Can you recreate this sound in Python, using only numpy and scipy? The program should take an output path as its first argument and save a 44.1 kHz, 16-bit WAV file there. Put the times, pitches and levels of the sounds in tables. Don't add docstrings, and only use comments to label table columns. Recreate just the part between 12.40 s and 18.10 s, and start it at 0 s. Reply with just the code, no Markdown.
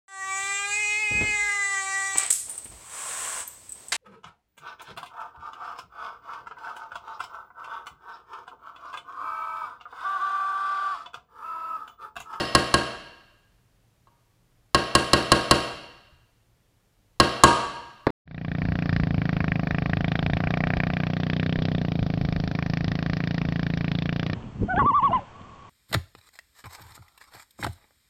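import sys
import numpy as np
from scipy import signal
from scipy.fft import rfft, irfft, next_fast_len
from scipy.io import wavfile

SR = 44100
rng = np.random.default_rng(int(sys.argv[2]) if len(sys.argv) > 2 else 0)


def materialize(psi):
    bounded = np.clip(np.atleast_2d(psi).T, -1, 1)
    quanta = np.round(bounded * 32767).astype(np.int16)
    wavfile.write(sys.argv[1], SR, quanta)


N = 251590
LEAD = SR // 4

# pitch_hz, level_db
AIR_SPECTRUM = [(15, -31), (25, 1.5), (53, -2), (80, -9.5), (114, -14.5), (175, -7), (206, -15),
                (384, -17.5), (416, -17.5), (1040, -23.5), (1520, -25), (14800, -35.5), (16000, -40)]
# pitch_hz, level_db
ECHO_SPECTRUM = [(70, -6.5), (130, -3.5), (230, -1.5), (420, 4), (750, 2.5), (1600, -0.5), (2800, 4),
                 (5000, 0.5), (8000, -5.5), (15000, -3.5)]
# pitch_hz, ring_s
ECHO_RING = [(60, 1), (150, 0.81), (250, 0.81), (390, 0.68), (750, 0.91), (1100, 0.96), (1700, 0.98),
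             (2900, 1), (5000, 0.9), (8000, 0.65), (14000, 0.72)]
# start_s, level_db
NUDGES = [(3.723, -47.5)]
# start_s, level_db
HAMMER_DOWN = [(5.668, -8)]
# pitch_hz, level_db
WOOD_SPECTRUM = [(25, -47), (70, -18), (200, -6), (480, -0.5), (800, -6), (1600, -13), (2200, -21.5),
                 (2900, -39.5), (4300, -27), (6500, -56), (12000, -77.5)]
# pitch_hz, ring_s
WOOD_RING = [(100, 0.074), (600, 0.037), (2000, 0.038), (8000, 0.032)]
# pitch_hz, level_db, ring_s
BENCH_MODES = [(74.6, -22, 0.18), (130.2, -21, 0.16), (205, -34.5, .08), (347.4, -16.5, 0.096),
               (370, -20.5, 0.12), (452, -22, 0.058)]
# pitch_hz, level_db
CLATTER_SPECTRUM = [(30, -11), (100, 0.5), (400, 5), (800, -1.5), (1330, -4), (1600, -4.5), (2050, -13),
                    (2400, -15.5), (2900, -9), (3600, -12), (4200, -9), (5200, -11.5), (5800, -14.5),
                    (9500, -11.5), (12000, -24), (16000, -26)]
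# pitch_hz, ring_s
CLATTER_RING = [(100, 0.25), (500, 0.12), (2000, 0.13), (5000, 0.021), (12000, 0.022)]
# pitch_hz, level_db, base_ring_s, to_room_db, free_wall_gain_db
METAL_MODES = [(569, -24.5, 0.087, -9, -2), (663, -23, 0.032, -13, -0.5), (906, -33, 0.074, -3, 17.5),
               (945.6, -34, 0.2, 5, 16), (1085, -9, .11, -8, 3), (1135, -35.5, 0.33, 3, 14),
               (1223, -38, 0.22, 1, 15), (1626.4, -15.5, 0.095, 0, 1.5), (1739.4, -32, .1, 2.5, -5),
               (1893, -25, 0.13, -6, -11), (2205, -35, 0.17, 0.5, -3.5), (2306, -27.5, 0.035, 0.5, -1.5),
               (2787, -17.5, 0.06, -2.5, -4), (3048, -18.5, 0.04, -7, -6), (3500, -28, 0.01, -5.5, -7),
               (4083, -13.5, 0.046, -11.5, -3), (4380, -25, 0.059, -0.5, -6), (4570, -23.5, 0.075, -10, -8),
               (5094, -13.5, 0.029, -9.5, -15), (6690, -28.5, .018, -13.5, 10),
               (6770, -29, 0.034, -15, 10.5), (7240, -31.5, 0.031, -3.5, 8), (7170, -33, 0.029, -9, -2.5),
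               (8850, -27.5, 0.019, -13, 0.5), (8930, -32.5, .028, -9, -1.5), (9300, -34, 0.053, -5.5, 0.5)]
# start_s, level_db, hardness_db, spot, clank_db
BLOWS = [(-.04, 0, 0, -0.66, 0), (0.1495, -0.5, 2, -0.19, 3.5), (0.3401, -2, 2, 0.034, 5),
         (1.671, -44, 0, 1, -7), (2.3456, 1.5, -1.5, -0.21, 2), (2.5508, -4, 5, -0.18, 1.5),
         (2.7323, 1.5, 0.5, -0.12, -1.5), (2.9176, 1.5, 1, 0, -1), (3.1100, 0.63, 2, -.1, -4),
         (4.7995, 4.5, -2, -0.067, -0.5), (5.0358, -1.5, 7.5, 0.97, 1.5)]


def amp(db):
    return 10 ** (np.asarray(db) / 20)


def unit(x):
    return x / np.sqrt(np.mean(x ** 2) + 1e-20)


def along(points, hz):
    pitches, values = np.transpose(points)
    return np.interp(np.log(hz + 1), np.log(pitches + 1), values)


def filtered(x, response):
    size = x.shape[-1]
    padded = next_fast_len(size + 8192)
    return irfft(rfft(x, padded) * response(np.fft.rfftfreq(padded, 1 / SR)), padded)[..., :size]


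def low_pass(hz, corner_hz, order):
    return 1 / np.sqrt(1 + (hz / corner_hz) ** (2 * order))


def add(track, start_s, sound):
    part = track[..., LEAD + round(start_s * SR):][..., :sound.shape[-1]]
    part += sound[..., :part.shape[-1]]


def tones(hz, t):
    return np.sin(2 * np.pi * (hz[:, None] * t + rng.random((len(hz), 1))))


def rise(t, attack_s):
    return 1 - np.exp(-t / attack_s)


def fade(ring_s, t):
    return np.exp(-np.log(1000) * t / ring_s[:, None])


def dying_noise(spectrum, ring_times, t):
    hz = np.fft.rfftfreq(len(t), 1 / SR)
    phases = np.exp(2j * np.pi * rng.random(len(hz)))
    noise = rfft(unit(irfft(phases * amp(along(spectrum, hz)), len(t))))
    centres_hz = np.geomspace(40, 16000, 18)
    bands = [irfft(noise * along(np.c_[centres_hz, pick], hz), len(t)) for pick in np.eye(18)]
    return np.sum(bands * fade(along(ring_times, centres_hz), t), axis=0)


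def background(air_db=-66, hum_hz=113, width_hz=14, hum_db=-69):
    air = unit(filtered(rng.standard_normal(N), lambda f: amp(along(AIR_SPECTRUM, f))))
    hum = unit(filtered(rng.standard_normal(N), lambda f: 1 / (1 + ((f - hum_hz) / width_hz) ** 2)))
    return amp(air_db) * air + amp(hum_db) * hum


def workshop_echo(x, gap_s=0.004, build_s=0.016, wall_s=0.04, spread_s=0.01, wall_db=3):
    t = np.arange(SR) / SR
    swell = amp(wall_db * np.exp(-((t - wall_s) / spread_s) ** 2))
    build_up = 1 - np.exp(-(np.maximum(t - gap_s, 0) / build_s) ** 2)
    tail = dying_noise(ECHO_SPECTRUM, ECHO_RING, t) * swell * build_up
    return signal.fftconvolve(x, tail / np.linalg.norm(tail))[:len(x)]


def bench_knocks():
    out, t = np.zeros(LEAD + N), np.arange(SR // 2) / SR
    for start_s, level_db in HAMMER_DOWN:
        knock = dying_noise(WOOD_SPECTRUM, WOOD_RING, t) * rise(t, attack_s=0.00038)
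        add(out, start_s, amp(level_db) * knock)
    hz, _, ring_s = np.transpose(BENCH_MODES)
    for start_s, level_db in NUDGES:
        bump = (hz[0] / hz) ** 2 @ (tones(hz, t) * fade(ring_s, t))
        add(out, start_s, amp(level_db) * bump * rise(t, attack_s=0.0032))
    return out


def bench_thump(t):
    hz, level_db, ring_s = np.transpose(BENCH_MODES)
    return amp(level_db) @ (tones(hz, t) * fade(ring_s, t)) * rise(t, attack_s=0.0025)


def cover_clatter(t, length_s=0.08):
    burst = dying_noise(CLATTER_SPECTRUM, CLATTER_RING, t)
    spectrum = rfft(burst)
    ripple = np.abs(spectrum) / amp(along(CLATTER_SPECTRUM, np.fft.rfftfreq(len(t), 1 / SR)))
    even = irfft(spectrum / (ripple + 1e-9), len(t)) * np.exp(-(t / length_s) ** 2)
    return even * np.linalg.norm(burst) / np.linalg.norm(even)


def steel_contact(x, level_db, hardness_db, spot, base_hz=11200, db_per_octave=34, treble_hz=6000):
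    corner_hz = base_hz * 2 ** (level_db / db_per_octave - 0.34 * spot)

    def response(hz):
        boost_db = hardness_db * (2 - low_pass(hz, treble_hz, order=8))
        return amp(level_db + boost_db) * low_pass(hz, corner_hz, order=5)
    return filtered(x, response)


def hammer_taps(clatter_db=-13, seating_db=-15, scatter_db=1, clank_hz=1690, clank_width_hz=110):
    out, t = np.zeros((2, LEAD + N)), np.arange(SR // 2) / SR
    hz, mode_db, base_ring_s, to_room_db, free_wall_db = np.transpose(METAL_MODES)
    clank = np.exp(-((hz - clank_hz) / clank_width_hz) ** 2)
    metal_tones = tones(hz, t) * rise(t, attack_s=0.00094)
    bench = bench_thump(t)
    shared_clatter = cover_clatter(t)
    for start_s, level_db, hardness_db, spot, clank_db in BLOWS:
        modes = metal_tones * fade(base_ring_s * 0.88 * np.exp(-0.086 * spot), t)
        chance_db = scatter_db * rng.standard_normal(len(hz))
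        strength = amp(mode_db + spot * free_wall_db + clank_db * clank + chance_db)
        shake = amp(0.1 * level_db)
        thump = shake * bench
        seating = amp(seating_db) * cover_clatter(t)
        clatter = shake * amp(clatter_db) * (shared_clatter + seating) * rise(t, attack_s=0.0011)
        direct = strength @ modes + clatter + thump
        to_room = (strength * amp(to_room_db)) @ modes + amp(1) * clatter + amp(-1) * thump
        add(out, start_s, steel_contact(np.array([direct, to_room]), level_db, hardness_db, spot))
    return out


def scene(echo_db=-8):
    direct, to_room = hammer_taps()
    knocks = bench_knocks()
    sound = direct + knocks + amp(echo_db) * workshop_echo(to_room + knocks)
    return (sound[LEAD:] + background())[None]


def record(dry, ceiling=0.95, top_hz=15700):
    rounded = dry / (1 + np.abs(dry / ceiling) ** 8) ** (1 / 8)
    return filtered(rounded, lambda f: low_pass(f, top_hz, order=70))


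dry = scene()
out = record(dry)
materialize(out)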